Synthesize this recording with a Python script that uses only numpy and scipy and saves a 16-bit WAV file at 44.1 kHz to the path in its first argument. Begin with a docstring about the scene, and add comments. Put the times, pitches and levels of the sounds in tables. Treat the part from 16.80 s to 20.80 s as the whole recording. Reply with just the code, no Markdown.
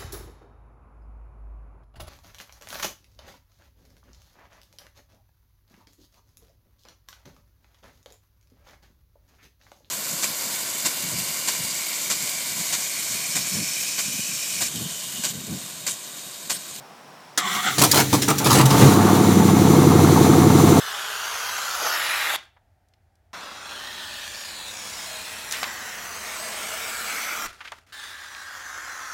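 """A V8 with an open engine bay starts on a driveway. Over faint yard noise the solenoid clacks,
the starter whines and grinds, and belts and intake hiss. Single cylinders fire, booming in the
exhaust pipe and kicking against the clashing starter gear. The engine catches: the block clatters,
the pipe drones and the intake roars through the flare. It settles into a loud, loping fast idle,
eight unequal exhaust pulses a cycle, with metal parts singing and the loudest cylinders barking."""
import sys
import numpy as np
from scipy import signal
from scipy.fft import rfft, irfft, next_fast_len
from scipy.io import wavfile
from scipy.ndimage import map_coordinates

SR = 44100
rng = np.random.default_rng(int(sys.argv[2]) if len(sys.argv) > 2 else 0)


def wrap_up_sound(samples):
    """Save the sound to the file named by the first command line argument, as 16-bit audio."""
    columns = np.atleast_2d(samples).T
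    # keep every value between -1 and 1, then stretch to whole-number steps
    tamed = np.clip(columns, -1, 1)
    steps = np.round(tamed * 32767).astype(np.int16)
    wavfile.write(sys.argv[1], SR, steps)


N = 176400
T = np.arange(N) / SR
RATTLE_T60_S, SETTLE_TAKES_S = 0.15, 0.28

# Four-stroke engine speed: time_s, cycles_per_s
ENGINE_SPEED = [(1.6,6),(1.9,10.5),(2.05,11.6),(2.15,12.5),(2.28,12.71),(2.38,12.64),(2.58,12.3),(2.68,12.16),(2.78,11.98),(2.98,11.88),(3.18,11.7),(3.3,11.66),(3.68,11.75),(4,11.85)]
# Exhaust pulses within one cycle: place_cycles, level_db
CYLINDER_PULSES = [(.01, 3.5), (.17, -4.5), (0.289, -6), (.40, 3.5), (.529, -4.5), (.62, -.5), (.76, -3),
                   (.89, -10)]
# Fader for belts and intake hiss: time_s, level_db
HISS_FADER = [(.6, -55), (.66, -37.5), (.75, -30.5), (.82, -32.5), (.9, -31.5), (1.1, -26.5), (1.3, -30),
              (1.6, -32.5), (1.75, -23), (1.85, -32), (1.93, -22.5), (2.06, -24), (2.15, -27.5), (2.6, -29),
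              (4, -27.5)]
# Fader for uneven gas puffs in the pipe: time_s, level_db
PUFF_FADER = [(.7, -59), (.77, -41), (.83, -54), (.88, -38), (.96, -37.5), (1.1, -29.5), (1.58, -31),
              (1.66, -20), (1.79, -15), (1.89, -23), (1.99, -15.5), (2.03, -9.5), (2.12, -22.5), (4, -20.5)]
# Fader for block and valve clatter: time_s, level_db
CLATTER_FADER = [(1.6, -31.5), (1.75, -33.5), (1.87, -26.5), (1.93, -23), (2.2, -20.5), (2.6, -24.5),
                 (3.0, -23.5), (3.3, -22.5), (4, -23)]
# Fader for the exhaust note: time_s, level_db
EXHAUST_FADER = [(1.85, -19), (2.0, -11.5), (2.1, -1.5), (2.25, -1.5), (2.8, -1), (4, -0.5)]


def amp(db):
    """Decibels to gain."""
    return 10 ** (np.asarray(db) / 20)


def unit(x):
    """x at rms 1."""
    return x / np.sqrt(np.mean(x ** 2) + 1e-20)


def curve(rows):
    """(time_s, value) points joined up, one value a sample."""
    return np.interp(T, *np.transpose(rows)[:2])


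def level(rows):
    """Gain from a fader (time first, dB last), silent before its first point."""
    points = np.transpose(rows)
    return amp(np.interp(T, points[0], points[-1])) * np.clip((T - rows[0][0]) / .01, 0, 1)


def wobble(rate):
    """A smooth random curve, rate knots a second."""
    return map_coordinates(rng.standard_normal(int(N * rate / SR) + 4), [T * rate])


def phase_of(hz):
    """Running phase in radians of a steady or moving pitch."""
    return 2 * np.pi * np.cumsum(hz * np.ones(N)) / SR


def noise_band(hz, width_hz):
    """Narrow noise at rms 1 around a steady or moving centre."""
    phase = phase_of(hz)
    return unit(wobble(width_hz) * np.sin(phase) + wobble(width_hz) * np.cos(phase))


def colour(x, eq):
    """x through a (freq_hz, gain_db) EQ that rolls off past both ends, at rms 1."""
    hz, db = np.transpose(eq)
    f = np.fft.rfftfreq(len(x), 1 / SR)
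    gain = amp(np.interp(np.log(f + 1), np.log(hz + 1), db))
    roll_off = (1 + (hz[0] / (2 * f + 1)) ** 2) * (1 + (f / (2 * hz[-1] + 1)) ** 2)
    return unit(irfft(rfft(x) * gain / roll_off, len(x)))


def grains(rate, spread_db):
    """Random tiny impacts of uneven size, about rate a second."""
    hits = (rng.random(N) < rate / SR) * rng.choice([-1, 1], N)
    return unit(hits * amp(spread_db * np.clip(rng.standard_normal(N), -2, 2)))


def metal(hits, t60_s, ring_db):
    """Impacts with the dense ring of metal parts after them."""
    t = T[:SR // 4]
    tail = rng.standard_normal(len(t)) * amp(-60 * t / t60_s)
    return unit(hits + amp(ring_db) * signal.fftconvolve(hits, tail / np.linalg.norm(tail))[:N])


def burst(start_s, hold_s, t60_s, attack_s=0.0019):
    """Attack, hold and release envelope."""
    release = amp(-60 * np.maximum(T - start_s - hold_s, 0) / t60_s)
    return np.clip((T - start_s) / attack_s, 0, 1) * release


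def engine_cycles(zero_s=3.07):
    """Running count of four-stroke cycles, passing zero at zero_s."""
    cycles = np.cumsum(curve(ENGINE_SPEED)) / SR
    return cycles - np.interp(zero_s, T, cycles)


def bump(cycles, offset, width):
    """A smooth bump once a cycle."""
    return np.exp((np.cos(2 * np.pi * (cycles - offset)) - 1) / width)


def yard():
    """A faint, steady bed of outdoor noise."""
    # Outdoor air: freq_hz, gain_db
    yard_eq = [(18, -59), (87, -18), (151, -2), (373, -8.5), (826, -1.5), (2090, -12.5), (4630, -18.5),
               (5430, -13), (6200, -21), (15300, -29)]
    return amp(-46.5) * colour(rng.standard_normal(N), yard_eq)


def solenoid():
    """The solenoid slams in with one metallic clack."""
    # Body of the clack: freq_hz, gain_db
    clack_eq = [(59, -57), (100, -28), (363, -18), (1290, -15), (1500, -0.5), (1740, -10), (2680, -23),
                (3250, -11), (7350, -12.5), (17000, -29)]
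    clack = colour(metal(grains(3000, 2.5), t60_s=0.065, ring_db=6), clack_eq)
    return amp(-15.5) * clack * burst(start_s=.575, hold_s=0.003, t60_s=0.11)


def starter():
    """The gears whine, whirr and grind, slowed by each compression, and the pinion sings."""
    # Gear mesh pitch and starter fader: time_s, pitch_hz, level_db
    mesh = [(.58, 1250, -26), (.62, 1200, -27), (.67, 1100, -25), (.73, 1260, -26.5), (.77, 1140, -22),
            (.79, 1110, -24.5), (.82, 1240, -30.5), (.875, 1420, -19), (.92, 1330, -28.5), (.96, 1250, -36),
            (1.3, 1500, -52), (1.7, 1600, -54)]
    # Note of the pinion: time_s, pitch_hz
    pinion_pitch = [(.6, 1970), (.69, 2220), (.87, 2160), (.92, 2080)]
    # Resonances of the starter housing: freq_hz, gain_db
    housing_eq = [(88, -48), (150, -12), (320, -10.5), (600, -23), (720, -6.5), (1130, -14.5), (1410, -2.5),
                  (1600, -10), (2150, -4.5), (2420, -16), (3390, -7), (4910, -22), (7800, -15),
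                  (13200, -120)]
    teeth = phase_of(curve(mesh) * (1 + .03 * wobble(250)))
    whine = (amp(-6) * np.sin(teeth) + amp(-19) * np.sin(2 * teeth)) * amp(2.1 * wobble(70))
    whirr = amp(-5.5) * noise_band(curve(mesh), width_hz=380)
    pinion_gain = amp(-17 + 4.6 * wobble(42))
    pinion = pinion_gain * np.sin(phase_of(curve(pinion_pitch) * (1 + .014 * wobble(120))))
    grind = amp(-2) * colour(metal(grains(1800, 4.8), t60_s=0.077, ring_db=5), housing_eq)
    # The gears bite harder at one compression.
    bite = burst(start_s=.867, hold_s=0.018, t60_s=RATTLE_T60_S) * colour(grains(830, 3), housing_eq)
    return level(mesh) * (whine + whirr + pinion + grind) + amp(-29.5) * bite


def hiss(cycles):
    """Belts and intake hiss, with sixteen valve ticks a cycle coming through."""
    # Bright, peaky air: freq_hz, gain_db
    hiss_eq = [(1000, -24), (1800, 0), (2700, -3.5), (4000, 2.5), (5100, -4.5), (6100, 3), (6450, -0.5),
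               (7100, 2.5), (8200, -5.5), (9400, 0.5), (10500, -6), (12300, -3.5), (13800, -4),
               (15500, -7.5), (17500, -17)]
    air = rng.standard_normal(N) + amp(-8) * grains(2500, 5.1)
    ticks = 1 + 0.16 * bump(16 * cycles, offset=0, width=0.17)
    return level(HISS_FADER) * colour(air * ticks * amp(wobble(25.07)), hiss_eq)


def pipe_ring():
    """Uneven gas puffs keep the resonances of the exhaust pipe ringing."""
    # Pipe resonances: pitch_hz, level_db, t60_s
    pipe_modes = [(86.6, -14.5, 0.27), (133.74, 1.5, 0.16), (187.3, -5, 0.1324), (213.5, -5, 0.1504),
                  (274, -3.5, 0.1), (299.5, -3, 0.14), (402, -8, 0.0863), (472, -9, 0.0723)]
    ring = np.zeros(N)
    for hz, db, t60_s in pipe_modes:
        gain = amp(db + wobble(29.98))
        # A shorter t60 lets the phase wander faster and blurs the pitch.
        drift = np.cumsum(rng.standard_normal(N)) * np.sqrt(np.log(1e6) / t60_s / SR)
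        ring += gain * np.sin(2 * np.pi * hz * T + drift)
    gas = colour(rng.standard_normal(N), [(60, -19), (110, 5), (320, -8), (520, -7.5), (700, -13)])
    return unit(unit(ring) + amp(-8) * gas)


def rumble():
    """Deep noise that follows the puffs and the exhaust."""
    # Low-end weight: freq_hz, gain_db
    rumble_eq = [(20, 3), (50, 15), (75, -13), (130, -16)]
    gain = amp(-40) * (level(PUFF_FADER) + amp(-27) * level(EXHAUST_FADER))
    return gain * colour(rng.standard_normal(N), rumble_eq)


def firings():
    """Over the running puffs, single firings boom in the pipe, rattle the block and thud."""
    # First single firings: start_s, hold_s, boom_db, rattle_db, thud_db
    shots = [(0.979, .012, -20.5, -23.5, -35), (1.013, 0.033, -25, -18, -34),
             (1.133, 0.04, -26, -20, -24.5), (1.17, 0.039, -22.5, -19, -27),
             (1.327, 0.023, -18.5, -20, -23.5), (1.419, 0.012, -31, -36, -29),
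             (1.479, 0.034, -21, -18.5, -30), (1.601, .02, -32, -32, -30), (1.659, .012, -28, -17.5, -23),
             (1.7, .018, -27, -15, -29), (1.748, 0.034, -23, -20.5, -22.5),
             (1.794, 0.016, -33, -17.5, -18.5), (1.906, 0.011, -18, -22.5, -26),
             (1.94, .008, -28, -21, -22), (2.01, .015, -16, -19.5, -23), (2.054, .012, -18, -26, -26)]
    # The shaken block: freq_hz, gain_db
    rattle_eq = [(150, -29), (300, -3), (480, -9), (620, -4), (820, 0.5), (1000, 0), (1190, 3),
                 (1400, -2.5), (1700, -11.5), (3000, -12), (8000, -23)]
    # Dull body of a firing: freq_hz, gain_db
    thud_eq = [(150, -22), (250, -5), (300, 4.5), (370, -6.5), (450, 0), (600, -22), (1200, -43)]
    boom = sum(amp(db) * burst(start_s, hold_s, t60_s=0.33) for start_s, hold_s, db, _, _ in shots)
    out = np.hypot(boom, level(PUFF_FADER)) * pipe_ring()
    for start_s, hold_s, _, rattle_db, thud_db in shots:
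        rattle = amp(rattle_db) * colour(metal(grains(1200, 2.9), t60_s=0.027, ring_db=0.5), rattle_eq)
        thud = amp(thud_db) * colour(grains(900, 1.7), thud_eq)
        out += burst(start_s, hold_s, RATTLE_T60_S) * (rattle + thud)
    return out


def gear_clashes(fizz_above_hz=9000):
    """The starter gear clashes as the engine kicks against it, ringing anew each time."""
    # Gear clashes: start_s, hold_s, level_db, fizz_db
    clashes = [(0.981, 0.023, -18.5, -5), (1.016, .008, -11, 0), (1.036, 0.0097, -12, -4),
               (1.112, 0.0074, -12.5, -4), (1.143, 0.038, -17, 1), (1.174, 0.039, -19.5, 0),
               (1.328, 0.033, -22, 1), (1.419, 0.011, -20, -6), (1.481, 0.031, -22.5, -1),
               (1.581, 0.0075, -18.5, -2), (1.643, 0.038, -22.5, -1), (1.704, 0.028, -19, 1),
               (1.729, 0.088, -21, -6), (1.854, .01, -20.5, 1), (1.903, .01, -26, -4)]
    # Bright clashing teeth: freq_hz, gain_db
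    clash_eq = [(700, -19), (1800, -4), (2800, -6.5), (4000, -1), (6200, -1.5), (7200, 0.5), (8500, -3.5),
                (14000, -5.5), (17000, -13.5)]
    out = np.zeros(N)
    for start_s, hold_s, db, fizz_db in clashes:
        eq = [(hz, gain_db + fizz_db * (hz > fizz_above_hz)) for hz, gain_db in clash_eq]
        clash = colour(metal(grains(1300, 3.5), t60_s=.025, ring_db=2), eq)
        out += amp(db) * burst(start_s, hold_s, t60_s=0.092) * clash
    return out


def clatter(cycles):
    """The block repeats its knocks each cycle under fresh rattle, swelling per cycle and per firing."""
    # Resonances of the block: freq_hz, gain_db
    block_eq = [(350, -26), (520, -2.5), (620, -6.5), (730, 6), (810, -2.5), (890, 6.5), (1000, -8),
                (1100, 0), (1300, -4.5), (1600, -12.5), (2150, -15.5), (2700, -20.5), (5000, -23.5)]
    pattern = rng.choice([-1., 1.], SR // 12)
    repeated = map_coordinates(pattern, [cycles % 1 * len(pattern)], mode="grid-wrap")
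    knocks = colour(repeated + rng.standard_normal(N), block_eq)
    cycle_swell = 1 + .6 * bump(cycles, offset=.52, width=1)
    firing_swell = 1 + 0.36 * bump(len(CYLINDER_PULSES) * cycles, offset=0.64, width=0.96)
    return level(CLATTER_FADER) * unit(knocks * cycle_swell * firing_swell)


def pipe_drone():
    """The lowest strong resonance of the pipe, rising as hot gas fills it."""
    # Drone as the engine catches: time_s, pitch_hz, level_db
    glide = [(1.62, 118, -38), (1.70, 122.4, -26), (1.86, 132.5, -15), (1.95, 134.6, -29),
             (2.0, 137.6, -26), (2.035, 139, -12), (2.09, 144, -19), (2.16, 150, -42), (2.3, 153, -90)]
    hz = curve(glide) * (1 + 0.029 * wobble(39.76))
    return np.sqrt(2) * level(glide) * amp(1.9 * wobble(44.4)) * np.sin(phase_of(hz))


def exhaust(cycles, settle_s=2.64):
    """Eight unequal pulses make a loping stack of orders; the strongest throbs in the muffler."""
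    # Exhaust harmonics: multiple_of_cycle_rate, flare_db, idle_db
    orders = [(8, -23, -22), (10, -32, -28.5), (12, -30, -23), (13, -28.5, -21), (14, -33, -26),
              (15, -20, -27), (16, -21.5, -27.5), (17, -25, -23.5), (18, -22.5, -28), (19, -40, -27.5),
              (20, -25.5, -57), (22, -25.5, -23.5), (23, -32, -25.5), (24, -28.5, -63), (25, -35, -27),
              (26, -26, -34), (27, -24, -24.5), (28, -28, -23), (29, -41, -24.5), (30, -28.5, -36),
              (31, -60, -29), (32, -44, -30.5), (33, -28.5, -34), (34, -36, -33.5), (35, -32, -29),
              (36, -37, -37), (37, -37, -29.5), (38, -48, -37.5), (39, -33, -52), (40, -55, -33),
              (41, -51, -31), (42, -37.5, -34)]
    # Muffler chambers that smear each pulse: centre_hz, width_hz
    chambers = [(140, 83), (215, 136)]
    # Swell of the falling note as it passes a pipe resonance: time_s, gain_db
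    note_swell = [(2.4, -4), (2.68, 2.5), (2.95, -2)]
    note_hz, note_width_hz = 186, 16
    throb_hz, throb_width_hz, throb_place = 335, 45, .04
    place, pulse_db = np.transpose(CYLINDER_PULSES)
    settled = np.clip((T - settle_s) / SETTLE_TAKES_S, 0, 1)
    throb_gain = amp(19 - 1.5 * (1 - settled))
    out = np.zeros(N)
    for order, flare_db, idle_db in orders:
        idle_hz = order * ENGINE_SPEED[-1][1]
        # Pulses, muffler and throb set only the phase of each order, which shapes the lope.
        muffler = np.prod([1j * idle_hz * width / (centre ** 2 - idle_hz ** 2 + 1j * idle_hz * width)
                           for centre, width in chambers])
        pulses = muffler / abs(muffler) * np.sum(amp(pulse_db) * np.exp(-2j * np.pi * order * place))
        throb_band = np.exp(-((idle_hz - throb_hz) / throb_width_hz) ** 2)
        throb = throb_gain * throb_band * np.exp(-2j * np.pi * order * throb_place)
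        db = flare_db + (idle_db - flare_db) * settled + 1.5 * wobble(9)
        db += curve(note_swell) * np.exp(-((idle_hz - note_hz) / note_width_hz) ** 2)
        out += np.sqrt(2) * amp(db) * np.cos(2 * np.pi * order * cycles + np.angle(pulses - throb))
    return level(EXHAUST_FADER) * out


def intake_roar(cycles):
    """The intake gulps air for each cylinder while the engine flares."""
    # Fader for the roar: time_s, level_db
    roar_fader = [(1.88, -37), (1.96, -29), (2.3, -28), (2.8, -45)]
    # Throat of the intake: freq_hz, gain_db
    roar_eq = [(700, -20), (950, -0.5), (1100, 5.5), (1350, -3), (1600, -9), (2500, -30)]
    gulps = 1 + .5 * np.cos(2 * np.pi * len(CYLINDER_PULSES) * cycles)
    return level(roar_fader) * colour(gulps * rng.standard_normal(N), roar_eq)


def singing_metal(start_s=2.18):
    """Pulleys and engine bay parts ring with the running engine, riding the hiss fader."""
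    # Narrow rings: pitch_hz, width_hz, level_db
    rings = [(2140, 200, -15), (6090, 120, -13.5), (7150, 110, -14.5)]
    fade_in = np.clip((T - start_s) / SETTLE_TAKES_S, 0, 1)
    return fade_in * level(HISS_FADER) * sum(amp(db) * noise_band(hz, width) for hz, width, db in rings)


def barks(cycles, start_s=2.35, grow_s=.6):
    """The loudest cylinders bark at the same places in every cycle, growing as the idle settles."""
    # Barks riding the clatter fader: place_cycles, length_cycles, pitch_hz, width_hz, level_db
    bark_pattern = [(.03, .025, 760, 400, 0), (.09, .035, 1250, 500, -1), (.45, .03, 1120, 450, 2),
                    (.595, .02, 880, 600, 5), (.665, .018, 780, 400, 4)]
    out = np.zeros(N)
    for place, length, hz, width_hz, db in bark_pattern:
        distance = (cycles - place + .5) % 1 - .5
        out += amp(db) * np.exp(-(distance / length) ** 2 / 2) * noise_band(hz, width_hz)
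    fade_in = np.clip((T - start_s) / grow_s, 0, 1)
    return amp(-1) * fade_in * level(CLATTER_FADER) * out


def scene():
    """The start-up, the running engine and the yard, mixed in mono."""
    cycles = engine_cycles()
    start_up = solenoid() + starter() + firings() + gear_clashes() + pipe_drone()
    engine = exhaust(cycles) + clatter(cycles) + barks(cycles) + intake_roar(cycles)
    return (start_up + engine + hiss(cycles) + singing_metal() + rumble() + yard())[None]


def record(dry, low_cut_hz=66, top_hz=17700):
    """The microphone thins the deep bass, rounds off peaks at full scale and cuts the very top."""
    size = next_fast_len(N + SR // 2)
    f = np.fft.rfftfreq(size, 1 / SR)
    low_shelf = .2 + .8 * f ** 8 / (f ** 8 + low_cut_hz ** 8.)
    thinned = irfft(rfft(dry, size) * low_shelf, size)[..., :N]
    rounded = thinned / (1 + np.abs(thinned) ** 8) ** (1 / 8)
    return irfft(rfft(rounded, size) * (f < top_hz), size)[..., :N]


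dry = scene()
out = record(dry)
wrap_up_sound(out)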